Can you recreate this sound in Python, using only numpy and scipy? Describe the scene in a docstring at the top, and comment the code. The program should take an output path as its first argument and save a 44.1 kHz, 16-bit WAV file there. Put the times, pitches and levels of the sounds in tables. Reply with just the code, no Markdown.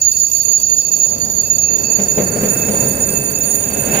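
"""A cable car rolls nearer down a city street while the haul cable runs in its slot just to the right.
At first the cable's strands strike a steel guide sixty times a second and make its modes ring.
From about one second the wheels knock over rail joints, and the car's rumble and roar swell.
After two seconds the striking turns into a steady scrape, the wooden body booms and the guide's
friction squeal grows. Last comes a bright rush of steel as the front wheels draw level."""
import sys
import numpy as np
from scipy import signal
from scipy.fft import rfft, irfft, next_fast_len
from scipy.io import wavfile
from scipy.ndimage import uniform_filter1d, minimum_filter1d, map_coordinates

SR = 44100
rng = np.random.default_rng(int(sys.argv[2]) if len(sys.argv) > 2 else 0)


def unload_audio(sound):
    """Save the sound as a 16-bit wav file, at the path given as the first command line argument."""
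    columns = np.transpose(np.atleast_2d(sound))
    # keep every value between -1 and 1, then stretch to whole-number steps
    steps = np.round(np.clip(columns, -1, 1) * 32767)
    wavfile.write(sys.argv[1], SR, steps.astype(np.int16))


N = 176400


def amp(db):
    """Decibels to amplitude ratio."""
    return 10 ** (np.asarray(db) / 20)


def unit(x):
    """Normalisation to rms 1."""
    return x / np.sqrt(np.mean(x ** 2) + 1e-20)


def along(points, hz):
    """Interpolation of (frequency_hz, value) points on a logarithmic frequency axis."""
    knots_hz, values = np.transpose(points)
    return np.interp(np.log(hz + 1), np.log(knots_hz + 1), values)


def curves(rows):
    """Linear interpolation in time: one value per sample for each column after the first."""
    time_s, *columns = np.transpose(rows)
    return [np.interp(np.arange(N) / SR, time_s, column) for column in columns]


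def wobble(rate_hz):
    """Smooth random modulation: a spline through rate_hz Gaussian knots a second."""
    knots = rng.standard_normal(int(N * rate_hz / SR) + 4)
    return map_coordinates(knots, [np.arange(N) * rate_hz / SR])


def filtered(x, response):
    """Linear filtering: the spectrum of x times a complex frequency response."""
    size = next_fast_len(N + SR // 4)
    return irfft(rfft(x, size) * response(np.fft.rfftfreq(size, 1 / SR)), size)[..., :N]


def resonate(force, modes, skirt_hz=260):
    """Modal superposition of (pitch_hz, width_hz, level_db) resonances, alternating in sign."""
    def response(f):
        total = 0
        for k, (hz, width, db) in enumerate(modes):
            skirt = np.exp(-((f - hz) / (skirt_hz + width / 2)) ** 2 / 2)
            mode = skirt / (1 + 2j * (f - hz) / width)
            total = total + (-1) ** k * amp(db) * mode / np.sqrt(np.mean(np.abs(mode) ** 2))
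        return total
    return filtered(force, response)


def pulley_whine(pitch_hz=1047, width_hz=8.6, level_db=-60):
    """Narrow-band resonance: a randomly driven pulley whines faintly."""
    return resonate(rng.standard_normal(N), [(pitch_hz, width_hz, level_db)])


# Likeness of the car's sound at the two ears: frequency_hz, coherence
COHERENCE = [(60, 1), (150, 0.92), (300, 0.81), (550, 0.76), (1000, 0.45), (2500, 0.17)]
# Phase by which the left ear leads: frequency_hz, lead_rad
LEFT_LEAD = [(60, -1), (150, -0.08), (300, 0.5), (500, -0.26), (900, -2.07), (2000, -1), (4000, -4.5)]
# Level at the left ear over the right: frequency_hz, difference_db
LEFT_EXCESS = [(60, 3.5), (250, 2.8), (550, 4), (1000, -2.5), (2000, -10), (4000, -14.5)]

def car_noise(spectrum):
    """Interaural coherence, phase and level place stereo noise of rms 1 at the car."""
    def mid_and_side(hz):
        angle = np.arccos(np.clip(along(COHERENCE, hz), -1, 1)) / 2
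        return amp(along(spectrum, hz)) * [np.cos(angle), np.sin(angle)]
    mid, side = filtered(rng.standard_normal((2, N)), mid_and_side)
    ears = np.array([[.5], [-.5]])
    place = lambda hz: amp(ears * along(LEFT_EXCESS, hz)) * np.exp(1j * ears * along(LEFT_LEAD, hz))
    return unit(filtered(np.array([mid + side, mid - side]), place))


# The car's approach: time_s, rumble_db, roar_db, rail_db
APPROACH = [(0, -38.5, -42, -49), (.5, -42, -38.5, -74), (1, -41, -34.5, -67), (1.2, -36, -31.5, -45),
            (1.62, -36, -32.5, -50.5), (1.9, -37.5, -28.5, -41), (2.1, -32.5, -29, -39.5),
            (2.4, -37, -23.5, -32), (2.62, -33.5, -26.5, -32), (2.78, -32, -22.5, -34.5),
            (3.05, -32, -25, -34), (3.3, -37, -27, -37), (3.6, -33.5, -28.5, -37),
            (3.88, -31.5, -23, -31.5), (3.97, -32, -20.5, -23.5), (4, -30.5, -23.5, -30)]
# Spectra of body rumble, wheel roar and rail rasp: frequency_hz, density_db
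RUMBLE_SPECTRUM = [(20, -28), (35, -16), (55, 6.5), (80, 11), (120, 7), (170, -9), (300, -48.5)]
ROAR_SPECTRUM = [(70, -40), (130, -2.5), (170, -7), (205, 0), (260, -4), (340, -7.5), (430, -6),
                 (560, -5.5), (700, -11), (850, -14), (1200, -26), (2500, -38)]
RAIL_SPECTRUM = [(500, 7), (1000, -0.5), (1200, -2), (1500, 5.5), (2300, -1.5), (3200, -25), (4500, -34),
                 (8000, -60)]

def rolling(judder_db=1.02):
    """Rolling noise swells as the car nears; track roughness modulates the roar and the rasp."""
    rumble_db, roar_db, rail_db = curves(APPROACH)
    shake_db = judder_db * wobble(18)
    rumble = amp(rumble_db) * car_noise(RUMBLE_SPECTRUM)
    roar = amp(roar_db + shake_db) * car_noise(ROAR_SPECTRUM)
    rasp = amp(rail_db + shake_db / 2) * car_noise(RAIL_SPECTRUM)
    return rumble + roar + rasp


# Resonances of the wooden body: pitch_hz, width_hz, level_db
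BODY_MODES = [(133.4, 17, -3.5), (204.8, 27, -0.5), (415, 8.1, -5)]
# Envelope of their boom: time_s, level_db
BOOM_LEVELS = [(0, -54), (1.5, -45.5), (1.95, -41), (2.2, -32.5), (2.45, -25), (2.6, -31), (3.1, -29.5),
               (3.5, -33), (4, -32)]

def body_boom():
    """Forced vibration: the wooden body booms, swelling most between two and two and a half seconds."""
    level_db, = curves(BOOM_LEVELS)
    return amp(level_db) * unit(resonate(rng.standard_normal(N), BODY_MODES))


# The front wheels coming alongside: time_s, level_db
RUSH_LEVELS = [(3.2, -54), (3.65, -35), (3.92, -34), (3.95, -21.5), (4, -20)]
# Spectrum of their rush: frequency_hz, density_db
RUSH_SPECTRUM = [(250, -19), (500, 8.5), (780, 8.5), (1200, -9.5), (2500, -3), (4000, -13.5), (6000, -21),
                 (9000, -18)]

def wheel_rush():
    """Rolling contact of steel on steel radiates a bright rush as the front wheels draw level."""
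    level_db, = curves(RUSH_LEVELS)
    return amp(level_db) * car_noise(RUSH_SPECTRUM)


# Wheels meeting rail joints: start_s, level_db, t60_s
JOINT_IMPACTS = [(1.11, -34, 0.45), (1.691, -28.5, 0.48), (1.984, -17, 0.42), (2.175, -8, 0.22),
                 (2.357, -17, 0.19), (2.429, -13, 0.28), (2.68, -15, 0.23), (2.734, -17, 0.22)]
# Spectrum of a knock: frequency_hz, density_db
KNOCK_SPECTRUM = [(50, -36), (130, -13), (200, 5.5), (290, -16.5), (440, 1.5), (600, -4.5), (800, -12),
                  (1200, -25), (2200, -25.5), (4000, -40.5), (9000, -72)]

def joint_knocks(attack_s=.0028):
    """Impact and damping: each joint starts a dull, exponentially dying clatter of truck and body."""
    envelope = np.zeros(N)
    for start_s, level_db, t60_s in JOINT_IMPACTS:
        age_s = np.maximum(np.arange(N) / SR - start_s, 0)
        envelope += amp(level_db - 60 * age_s / t60_s) * (1 - np.exp(-age_s / attack_s))
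    return envelope * car_noise(KNOCK_SPECTRUM)


# Stuttering envelope of the squeal: time_s, level_db
SQUEAL_LEVELS = [(0.0, -51.5), (1.05, -49), (1.12, -60), (1.16, -48), (1.29, -56.5), (1.69, -41.5),
                 (1.77, -48), (1.86, -39), (2.33, -45.5), (2.67, -34.5), (2.71, -49), (2.82, -35.5),
                 (2.87, -43), (3.29, -37), (3.32, -49), (3.38, -34.5), (3.42, -46.5), (4.0, -35.5)]

def guide_squeal(pitch_hz=2630, drift_hz=8.33, waver_db=3, rasp_db=3.5):
    """Friction-induced vibration: the guide's lowest mode sings, unsteady in pitch and level."""
    level_db, = curves(SQUEAL_LEVELS)
    phase = 2 * np.pi * np.cumsum(pitch_hz + drift_hz * wobble(25.15)) / SR
    def ear(gain_db):
        flutter_db = waver_db * wobble(35) + rasp_db * wobble(130)
        return amp(level_db + gain_db + flutter_db) * np.sqrt(2) * np.sin(phase + wobble(8))
    return np.array([ear(gain_db=1), ear(gain_db=3)])


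STRAND_HZ, FIRST_STRIKE_S = 59.95, .0147
GRAZE_RISE_S, GRAZE_FADE_S = .0008, .0031  # time constants of a strand's contact
# Strands that hit hard: time_s
HARD_STRANDS = [0.048, .115, .198, .315, .349, .398, .482, .516, .549, .598, .700, .716, .782, .815, .915,
                .932, .965, 1.031, 1.048, 1.100, 1.215, 1.248, 1.298, 1.365, 1.398, 1.499, 1.582, 1.615,
                1.749, 1.782, 1.832, 1.900, 2.000, 2.033, 2.083]

def strand_strikes(hard_db=4.5, scatter_db=2, jitter_s=.0003, graze_db=-.5, tick_fade_s=.009):
    """Impulse train: each strand gives an uneven blow with a brief graze, and a dry tick."""
    times_s = np.arange(FIRST_STRIKE_S, N / SR - .005, 1 / STRAND_HZ)
    force_spread, time_spread = rng.standard_normal((len(times_s), 2)).T
    is_hard = np.abs(times_s[:, None] - np.array(HARD_STRANDS)).min(axis=1) < .5 / STRAND_HZ
    forces = amp(np.where(is_hard, hard_db, scatter_db * np.minimum(force_spread, 1)))
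    onsets = np.clip((times_s + jitter_s * time_spread) * SR, 0, N - 1).astype(int)
    impulses = np.bincount(onsets, forces, N)
    decay = lambda x, tau_s: signal.lfilter([1], [1, -np.exp(-1 / (tau_s * SR))], x)
    burst = lambda fade_s: unit(decay(decay(impulses, GRAZE_RISE_S), fade_s) * rng.standard_normal(N))
    blows = unit(unit(impulses) + amp(graze_db) * burst(GRAZE_FADE_S))
    return blows, burst(tick_fade_s)


def strand_scrape(steady_db=-4, waver_db=2, grit_db=2):
    """Sliding friction: noise follows the contact pressure, which pulses with each passing strand."""
    strands_passed = (np.arange(N) / SR - FIRST_STRIKE_S) * STRAND_HZ
    pulse = np.exp(-(strands_passed % 1) / (STRAND_HZ * GRAZE_FADE_S))
    friction = rng.standard_normal(N) * (amp(steady_db) + pulse)
    return unit(friction * amp(waver_db * wobble(6.6) + grit_db * wobble(150)))


def street_smear(x, t60_s=.072):
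    """Reverberation: the street spreads a sound into a short, exponentially decaying tail."""
    age_s = np.arange(SR // 4) / SR
    tail = rng.standard_normal(len(age_s)) * amp(-60 * age_s / t60_s)
    return signal.fftconvolve(x, tail / np.linalg.norm(tail))[:N]


# Spectra of the striking tick and the scraping hiss: frequency_hz, density_db
TICK_SPECTRUM = [(2000, -16.5), (3300, -10), (4200, -21.5), (4800, -1.5), (6300, -8), (7600, -3.5),
                 (8500, -20.5), (9600, -9.5), (11200, -9), (13000, -2), (14300, -10), (15600, -8.5)]
HISS_SPECTRUM = [(1500, -5), (3500, -7), (5000, -30), (6400, -10), (7600, 2.5), (8600, 4), (11000, -5),
                 (13000, 9), (15700, -0.5)]

def contact_rasp(ticks, scrape, strike_gain, scrape_gain, tick_db=-34.5, hiss_db=-32.5, left_db=-4):
    """Broadband contact noise: ticks and hiss reach the right ear direct, the left weaker and smeared."""
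    coloured = lambda x, spectrum: unit(filtered(x, lambda hz: amp(along(spectrum, hz))))
    rasp = amp(tick_db) * strike_gain * coloured(ticks, TICK_SPECTRUM)
    rasp += amp(hiss_db) * scrape_gain * coloured(scrape, HISS_SPECTRUM)
    return np.array([amp(left_db) * street_smear(rasp), rasp])


# Modes of the steel guide, one entry each: pitch_hz; width_hz
MODE_PITCH_HZ = [3600, 4548, 5980, 6758, 6930, 9000, 9296, 10498, 12096, 12300, 13600, 14778, 14960, 15198]
MODE_WIDTH_HZ = [130, 11.4, 220, 18.5, 200, 220, 14.2, 11, 13.8, 150, 400, 15, 120, 12]
# Their strength at the right ear, struck and scraped, and at the left ear: level_db
MODE_STRUCK_DB = [-46, -31, -36.5, -11.5, -24, -60, -38, -46, -31.5, -43, -51, -35.5, -44, -34.5]
MODE_SCRAPED_DB = [-48, -37, -53, -17.5, -28, -43, -23, -55, -26, -59, -47, -28, -44, -27.5]
MODE_LEFT_DB = [-90, -34, -41, -37, -35.5, -70, -43, -51, -35, -47, -56, -42, -56, -43]

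def guide_ring(blows, scrape, strike_gain, scrape_gain, left_scrape=.5, left_direct=.35, lag_s=.00059):
    """Modal resonance: blows and scraping ring the guide; the left ear hears it late and mostly diffuse."""
    ring = lambda force, levels_db: resonate(force, zip(MODE_PITCH_HZ, MODE_WIDTH_HZ, levels_db))
    striking, scraping = strike_gain * blows, scrape_gain * scrape
    right = ring(striking, MODE_STRUCK_DB) + ring(scraping, MODE_SCRAPED_DB)
    diffuse = np.hypot(strike_gain, left_scrape * scrape_gain) * rng.standard_normal(N)
    direct = np.pad(striking + left_scrape * scraping, (round(lag_s * SR), 0))[:N]
    left = ring(left_direct * direct + np.sqrt(1 - left_direct ** 2) * diffuse, MODE_LEFT_DB)
    return np.array([left, right])


# Contact of cable and guide: time_s, striking_db, scraping_db
CONTACT_LEVELS = [(0, 1.5, -11.5), (1.4, -1.5, -18), (1.95, 0.1, -14), (2.15, -2.5, -2.5),
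                  (2.33, -5.5, -7.5), (2.45, -5, 4.5), (2.75, -7.5, 1), (3.05, -11.5, 0), (3.5, -9, 0),
                  (4, -17, -0.5)]

def haul_cable():
    """Contact excitation: the strands drive the guide, first mainly by impact, then by friction."""
    gains = amp(curves(CONTACT_LEVELS))
    blows, ticks = strand_strikes()
    scrape = strand_scrape()
    return contact_rasp(ticks, scrape, *gains) + guide_ring(blows, scrape, *gains)


def scene():
    """Superposition of the running cable and the approaching car."""
    cableway = haul_cable() + guide_squeal() + pulley_whine()
    return cableway + rolling() + body_boom() + wheel_rush() + joint_knocks()


def record(dry, ceiling=.98, window_s=.006, top_hz=15750):
    """Peak limiting and band limiting: the gain dips at each overload, then the top treble is cut."""
    size = int(window_s * SR)
    needed_gain = ceiling / np.maximum(np.abs(dry).max(axis=0), ceiling)
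    gain = uniform_filter1d(minimum_filter1d(needed_gain, size), size)
    return filtered(dry * gain, lambda hz: hz < top_hz)


dry = scene()
out = record(dry)
unload_audio(out)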